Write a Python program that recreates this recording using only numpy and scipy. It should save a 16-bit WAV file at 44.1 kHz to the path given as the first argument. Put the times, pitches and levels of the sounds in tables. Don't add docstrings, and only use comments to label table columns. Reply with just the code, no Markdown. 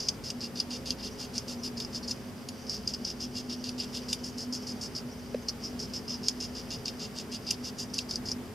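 import sys
import numpy as np
from scipy import signal
from scipy.fft import rfft, irfft, next_fast_len
from scipy.io import wavfile
from scipy.ndimage import uniform_filter1d, map_coordinates

SR = 44100
rng = np.random.default_rng(int(sys.argv[2]) if len(sys.argv) > 2 else 0)


def unload_audio(sound):
    columns = np.transpose(np.atleast_2d(sound))
    steps = np.round(np.clip(columns, -1, 1) * 32767)
    wavfile.write(sys.argv[1], SR, steps.astype(np.int16))


N = 376613

# t/s, length/s, relative level/dB, edge ring f/Hz, treble/dB, attack/s
STROKES = [(0.0, .1, -39.5, 5260, -4, 0.0015), (0.237, 0.081, -39, 5250, -1.5, .005),
           (0.404, 0.069, -37.5, 5110, -0.5, .005), (0.554, 0.076, -39.5, 5120, 0, 0.0037),
           (.703, 0.073, -38, 5120, 1, 0.0055), (0.855, 0.074, -39.5, 5150, 5, 0.0033),
           (0.983, .047, -48.5, 5200, -6, .004), (1.025, .064, -41, 5100, 4, .006),
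           (1.184, .076, -40.5, 5180, 7, .012), (1.335, 0.063, -39, 5140, 4, .014),
           (1.475, 0.071, -39.5, 5200, 2.5, 0.012), (1.632, 0.053, -36.5, 5220, 1, .003),
           (1.769, 0.075, -40, 5220, -1, .003), (1.927, .059, -35.5, 5210, -1, 0.037),
           (2.026, .032, -44, 5080, -5, .005), (2.075, 0.058, -37, 5140, 3.5, .004),
           (2.665, .031, -46, 5250, -6, .004), (2.692, .105, -37.5, 5300, -5.5, .003),
           (2.872, 0.055, -38, 5250, -2, 0.0036), (2.934, 0.018, -35.5, 5200, -3, 0.0026),
           (3.045, .081, -37.5, 5330, -7, .003), (3.199, 0.063, -38, 5350, -3, .003),
           (3.345, 0.067, -37.5, 5210, 0.5, 0.013), (3.493, 0.058, -37.5, 5200, -1, 0.0045),
           (3.638, 0.064, -41, 5020, 2, .003), (3.779, .072, -39.5, 5140, 1, .005),
           (3.928, 0.065, -37, 5160, 2, 0.028), (4.081, 0.071, -38, 5270, 2, .008),
           (4.233, .073, -39.5, 5220, 2, 0.015), (4.373, 0.077, -39, 5200, 1, 0.011),
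           (4.523, 0.059, -37, 5270, 0, 0.0043), (4.619, .043, -50, 5400, 0, .005),
           (4.666, 0.065, -39.5, 5150, 3, .004), (4.809, 0.071, -39, 5260, 1.5, 0.0049),
           (4.952, .052, -37.5, 5200, -2, .003), (5.482, 0.021, -33.5, 5080, -3.5, .003),
           (5.613, .034, -52, 5120, -1.5, .005), (5.634, 0.058, -37.5, 5350, -7, 0.0054),
           (5.791, .07, -38, 5270, -3, .003), (5.934, 0.061, -37, 5370, -4.5, .003),
           (6.078, .087, -36.5, 5350, -7, 0.0045), (6.229, .087, -39, 5270, -3, 0.006),
           (6.4, 0.068, -37, 5320, -2.5, .004), (6.549, .07, -40.5, 5270, -2, .004),
           (6.703, 0.06, -38, 5160, 2, .002), (6.852, 0.054, -39.5, 5170, 0, .003),
           (6.993, 0.079, -41, 5160, 1, .005), (7.15, 0.076, -43, 5080, 7, 0.015),
           (7.315, 0.057, -39.5, 5140, 4.5, 0.0066), (7.464, .085, -38.5, 5180, -1, 0.0047),
           (7.637, .065, -38.5, 5270, 1, .006), (7.78, 0.062, -37, 5320, 4, 0.0082),
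           (7.897, .019, -51, 5250, -2, .004), (7.935, 0.092, -38.5, 5180, 1.5, .003),
           (8.087, 0.092, -40.5, 5140, 0, 0.0067), (8.254, 0.077, -39, 5210, 1, 0.0038)]


def chewing(gain_db=-0.8, flex_boost_db=2.0, clump_db=1.5, teeth=5):
    sweep_flex_db = [-20, -8, -19.5]
    sweep_fade_db = [9, 2.5, 4.5]
    out = np.zeros(N)
    for start_s, length_s, level_db, ring_hz, treble_db, attack_s in STROKES:
        place = sweep_place(start_s)
        flex_db = np.interp(place, [0, 1, 2], sweep_flex_db) + flex_boost_db
        fade_db = np.interp(place, [0, 1, 2], sweep_fade_db)
        t = np.arange(-int(0.04 * SR), int((length_s + 0.054) * SR)) / SR
        force = amp(level_db + gain_db) * jaw_force(t, length_s, fade_db, attack_s)
        knots_s = np.arange(t[0], t[-1], 0.003)
        clumps = unit(amp(clump_db * np.interp(t, knots_s, rng.standard_normal(len(knots_s)))))
        for _ in range(teeth):
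            cracks = force * clumps * fractures(len(t), per_s=480, spread_db=0.5) / np.sqrt(teeth)
            ring = leaf_ring(flex_db, ring_hz, treble_db, scatter=1.0, vary_db=1.64)
            add(out, start_s + t[0], signal.fftconvolve(cracks, ring))
    return out


def jaw_force(t, length_s, fade_db, attack_s, arch_db=5.5, release_s=0.0054):
    slide = amp(-15) * np.exp(np.minimum(t, 0) / 0.013) * (t < attack_s)
    pierce_db = 7 * np.exp(-np.abs(t) / 0.0043)
    from_middle = np.clip(t / length_s, 0, 1) - 0.5
    cut = amp(pierce_db - arch_db * (2 * from_middle) ** 2 - fade_db * from_middle)
    attack = np.clip(t / attack_s, 0, 1)
    release = np.exp(-np.maximum(t - length_s + 0.002, 0) / release_s)
    return slide + cut * attack * release


def sweep_place(time_s):
    # start t/s, deepest t/s, end t/s
    sweeps = [(-0.15, 0.9, 2.15), (2.6, 3.85, 4.2), (5.7, 7.2, 8.1)]
    current = next((row for row in sweeps if time_s < row[-1]), sweeps[-1])
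    return np.interp(time_s, current, [0, 1, 2])


def leaf_ring(flex_db, ring_hz, treble_db, scatter, vary_db, rest_hz=5200, veins_s=0.0028, size=2048):
    # f/Hz, relative level/dB
    edge_spectrum = [(900, -39), (2200, -30.5), (3700, -35.5), (4250, -12.5), (4550, 2), (5200, 6),
                     (5500, -0.5), (6200, -6), (7000, -11.5), (7900, -19.5), (9000, -23), (10700, -22),
                     (13000, -34), (16000, -47)]
    # f/Hz, width/Hz, relative level/dB
    blade_modes = [(2350, 58, -5.5), (2778, 79, 8.5), (3194, 40, 3.5), (3340, 67, 0), (3573, 130, 6.5),
                   (4130, 510, 4.5)]
    hz, t = np.fft.rfftfreq(size, 1 / SR), np.arange(size) / SR
    gripped = [(f * ring_hz / rest_hz, db + vary_db * rng.standard_normal()) for f, db in edge_spectrum]
    treble = along([(5500, 0.029), (6900, 0.93)], hz)
    cepstrum = irfft(np.log(amp(along(gripped, hz) + treble_db * treble)))
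    cepstrum[1:size // 2] *= 2
    cepstrum[size // 2 + 1:] = 0
    veins = rng.standard_normal(size) * np.exp(-t / veins_s)
    share = scatter * treble
    paths = np.sqrt(1 - share) + np.sqrt(share) * rfft(veins / np.linalg.norm(veins))
    edge = irfft(np.exp(rfft(cepstrum)) * paths) * np.hanning(2 * size)[size:]
    blade = np.zeros(size)
    for k, (mode_hz, width_hz, db) in enumerate(blade_modes):
        gain = (-1) ** k * amp(db + vary_db * rng.standard_normal()) * np.sqrt(width_hz)
        blade += gain * np.exp(-np.pi * width_hz * t) * np.sin(2 * np.pi * mode_hz * t)
    blade = signal.sosfilt(signal.butter(4, 1800, "highpass", fs=SR, output="sos"), blade)
    return edge / np.linalg.norm(edge) + amp(flex_db) * blade / np.linalg.norm(blade)


def snapping(gain_db=-1.33, fray_s=0.0011, splinter_db=4, click_db=-8.0, click_hz=6200):
    # t/s, relative level/dB, blade flex/dB, treble/dB, splinter decay/s
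    snaps = [(.004, -27.5, -20, -3, 0.0038), (.0868, -18, -20.5, -6, .0031), (.303, -27.5, -11, 4, .0025),
             (0.6018, -20, -13.5, -3, .0025), (.9063, -21, -5.5, 3, .0014), (1.3808, -24, -18, 3, .0021),
             (1.802, -31.5, -7, 5, 0.0017), (1.849, -31, -20, -1, .002), (2.081, -34, -24, -1, .0028),
             (2.111, -26, -12, 5, 0.0052), (2.488, -32.5, -16, 7, 0.0037), (2.696, -24, -34, -9, 0.0065),
             (2.8765, -21.5, -27, -5, .002), (2.9467, -35, -20, -7, .002), (3.0506, -25.5, -25, -7, 0.002),
             (3.103, -30, -14, -1, 0.002), (3.642, -31, -27, 0, .002), (3.692, -32, -13, 3, .002),
             (3.8013, -26.5, -21, -5, .0047), (4.1303, -21, -5, 6, 0.0022), (4.55, -31.5, -14, -2, .002),
             (4.862, -36, -21, 0, .002), (4.951, -33.5, -22, -6, .0018), (5.4864, -28, -23, -4, .003),
             (5.4938, -28.5, -32, -4, .0027), (6.2846, -15.5, -10.5, 2, .0015), (6.706, -35, -22, -2, .002),
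             (6.857, -27, -24, -4, .003), (6.882, -25.5, -15, -7, .0018), (7.1864, -30, -20, 1, .0027),
             (7.5074, -22, -13, 5, .003), (7.5103, -20, -10, 8.5, 0.0013), (7.943, -30.5, -26, 2, .0024),
             (7.983, -26, -17, 2, .0017), (7.9883, -24, -4, 6, .0024), (8.1105, -27, -17, 1, 0.0027),
             (8.1576, -24, -28, 3, 0.0027), (8.2868, -30.5, -20, -2, .002), (8.3168, -23.5, -31, 0, 0.0046)]
    out, t = np.zeros(N), np.arange(-SR // 200, SR // 40) / SR
    phase = np.pi * click_hz * t
    click = (1 - 2 * phase ** 2) * np.exp(-phase ** 2)
    for time_s, level_db, flex_db, treble_db, splinter_s in snaps:
        envelope = np.exp(np.minimum(t / fray_s, -t / splinter_s))
        splinters = fractures(len(t), per_s=12000, spread_db=4.5) * envelope
        cracks = (t == 0) + amp(splinter_db) * splinters / np.linalg.norm(splinters)
        ring = leaf_ring(flex_db + 1, grip_hz(time_s), treble_db - 1, scatter=0.38, vary_db=0.5)
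        snap = signal.fftconvolve(cracks, ring)
        snap /= np.sqrt(uniform_filter1d(snap ** 2, size=110).max())
        add(out, time_s + t[0], amp(level_db + gain_db) * snap)
        add(out, time_s + t[0], amp(level_db + treble_db + click_db) * click)
    return out


def grip_hz(time_s):
    latest = next((row for row in reversed(STROKES) if row[0] <= time_s), STROKES[0])
    return latest[3]


def scratching(sway_db=2.1):
    # f/Hz, relative level/dB
    spectrum = [(1500, -47), (3000, -2), (4100, -25), (4550, 3), (5100, 3.5), (5700, -2), (6400, -6.5),
                (7200, -19), (10000, -26), (15000, -32)]
    # t/s, level/dB
    levels = [(0, -59.5), (1.0, -60), (2.3, -58.5), (3.1, -55.5), (4.1, -55.5), (5.2, -58.5), (6.2, -55),
              (6.95, -55.5), (7.5, -59), (8.54, -62.5)]
    scratches = filtered(fractures(N, per_s=3000, spread_db=2), lambda hz: amp(along(spectrum, hz)))
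    level_db = np.interp(np.arange(N) / SR, *np.transpose(levels))
    return amp(level_db + sway_db * wobble(24.0)) * unit(scratches)


def chirps(blur_hz=250):
    # t/s, length/s, first f/Hz, last f/Hz, level/dB
    glides = [(1.097, 0.056, 5500, 6040, -59), (1.565, 0.055, 5500, 6200, -60),
              (2.6, 0.051, 5600, 6250, -60), (3.567, 0.071, 5460, 6000, -61), (5.09, .06, 5170, 5950, -58),
              (5.17, .05, 6000, 6300, -65), (5.413, 0.034, 6130, 6300, -62)]
    out = np.zeros(N)
    for start_s, length_s, first_hz, last_hz, level_db in glides:
        n = int(length_s * SR)
        jitter = unit(uniform_filter1d(rng.standard_normal(n), size=60))
        hz = np.linspace(first_hz, last_hz, n) + blur_hz * jitter
        tone = np.sin(2 * np.pi * np.cumsum(hz) / SR)
        add(out, start_s, amp(level_db) * unit(np.hanning(n) * tone))
    return out


def bump(tick_db=-20, tick_cutoff_hz=2800):
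    # t/s, level/dB, f/Hz, length/s
    knocks = [(5.3447, -20.5, 505, 0.0077)]
    out = np.zeros(N)
    lowpass = signal.butter(2, tick_cutoff_hz, fs=SR, output="sos")
    for start_s, level_db, hz, length_s in knocks:
        t = np.arange(int(length_s * SR)) / SR
        push = np.sin(np.pi * t / length_s) * np.cos(2 * np.pi * hz * t)
        tick = unit(signal.sosfilt(lowpass, rng.standard_normal(len(t)))) * (1 - t / length_s)
        add(out, start_s, amp(level_db) * (push + amp(tick_db) * tick))
    return out


def machine(hum_hz=247.2, drift_hz=2, hum_gain_db=-1.0, side_db=-16):
    # t/s, relative level/dB
    hum_levels = [(0.0, -57), (1.2, -49), (2.2, -52), (3.2, -53), (3.45, -44), (3.72, -37.5), (3.95, -47.5),
                  (4.25, -42.5), (4.56, -39.5), (4.8, -50.5), (5.2, -41.5), (5.6, -55), (6.1, -45),
                  (6.85, -58), (7.3, -43.5), (7.9, -51), (8.4, -41.5), (8.54, -51)]
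    # f/Hz, width/Hz, level/dB
    drones = [(60.5, 2.2, -57.5), (129.5, 10, -58.5), (210, 14, -52), (242.4, 16.6, -46.5),
              (289.5, 6.2, -60), (353.7, 1.5, -61.5), (413.3, 19, -60.5), (472, 1.4, -70), (532, 2.2, -62)]
    hum = unit(np.sin(2 * np.pi * np.cumsum(hum_hz + drift_hz * wobble(4)) / SR))
    hum_db = np.interp(np.arange(N) / SR, *np.transpose(hum_levels)) + hum_gain_db
    mid = amp(hum_db) * hum + sum(amp(db) * drone(hz, width_hz) for hz, width_hz, db in drones)
    hz, width_hz, db = max(drones, key=lambda row: row[2])
    side = amp(db + side_db) * drone(hz, width_hz)
    return np.array([mid + side, mid - side])


def drone(centre_hz, width_hz):
    band = lambda hz: 1 / (1 + ((hz - centre_hz) / (0.61 * width_hz)) ** 2)
    return unit(filtered(rng.standard_normal(N), band))


def air(level_db=-45.0, sway_db=0.63):
    # f/Hz, relative density/dB
    spectrum = [(15, -29), (35, -3.5), (50, -18), (85, 3), (135, 0.5), (170, 1), (320, -6), (430, 0.5),
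                (490, -8), (600, -8), (1000, -12.5), (2200, -18), (4000, -23.5), (9000, -27.5),
                (13000, -28), (15000, -32.5)]
    # f/Hz, coherence
    coherence = [(60, 0.87), (290, 0.8), (640, 0.82), (1400, 0.45), (3100, 0.38), (6800, 0.059),
                 (15000, 0.039)]

    def mid_side_gains(hz):
        angle = np.arccos(np.clip(along(coherence, hz), -1, 1)) / 2
        return amp(along(spectrum, hz)) * [np.cos(angle), np.sin(angle)]

    mid, side = filtered(rng.standard_normal((2, N)), mid_side_gains)
    return amp(level_db + sway_db * wobble(3.0)) * unit(np.array([mid + side, mid - side]))


def reflections(x, t60_s=0.1, build_s=0.0018, blocks=28):
    # delay/ms, level/dB
    echoes = [(1.6, -22), (2.7, -15.5), (3.9, -13), (9.2, -20), (11.3, -19), (13.6, -26)]
    # f/Hz, level/dB
    tail_spectrum = [(2000, -23), (5000, -12.5), (8000, -10), (14000, 3)]
    out, t = np.zeros((2, N)), np.arange(SR // 5) / SR
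    colour = amp(along(tail_spectrum, np.fft.rfftfreq(len(t), 1 / SR)))
    for block in np.array_split(np.arange(N), blocks):
        tail = rng.standard_normal((2, len(t))) * amp(-60 * t / t60_s) * (1 - np.exp(-t / build_s))
        tail /= np.linalg.norm(tail[0])
        response = irfft(rfft(tail) * colour, len(t))[:, :len(t) // 2]
        response[:, 0] += 1
        for delay_ms, db in echoes:
            response[:, round(delay_ms * SR / 1000)] += amp(db)
        for channel, path in zip(out, response):
            add(channel, block[0] / SR, signal.fftconvolve(x[block], path))
    return out


def fractures(size, per_s, spread_db):
    sizes = amp(spread_db * np.clip(rng.standard_normal(size), -2, 2)) * rng.choice([-1, 1], size)
    return unit(sizes * (rng.random(size) < per_s / SR))


def amp(db):
    return 10 ** (np.asarray(db) / 20)


def unit(x):
    return x / np.sqrt(np.mean(x ** 2) + 1e-20)


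def along(points, hz):
    knots_hz, values = np.transpose(points)
    return np.interp(np.log(hz + 1), np.log(knots_hz + 1), values)


def wobble(knots_per_s):
    knots = rng.standard_normal(int(N * knots_per_s / SR) + 4)
    return map_coordinates(knots, [np.arange(N) * knots_per_s / SR])


def filtered(x, response):
    size = next_fast_len(N + SR // 2)
    return irfft(rfft(x, size) * response(np.fft.rfftfreq(size, 1 / SR)), size)[..., :N]


def add(track, start_s, sound):
    i = round(start_s * SR)
    sound, i = sound[max(-i, 0):], max(i, 0)
    track[i:i + len(sound)] += sound[:max(len(track) - i, 0)]


def scene():
    leaf = chewing() + snapping() + scratching()
    return reflections(leaf + chirps()) + bump() + air() + machine()


def record(dry):
    cutoff_hz, transition_hz = 15500, 400
    return filtered(dry, lambda hz: np.clip((cutoff_hz - hz) / transition_hz + 0.5, 0, 1))


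dry = scene()
out = record(dry)
unload_audio(out)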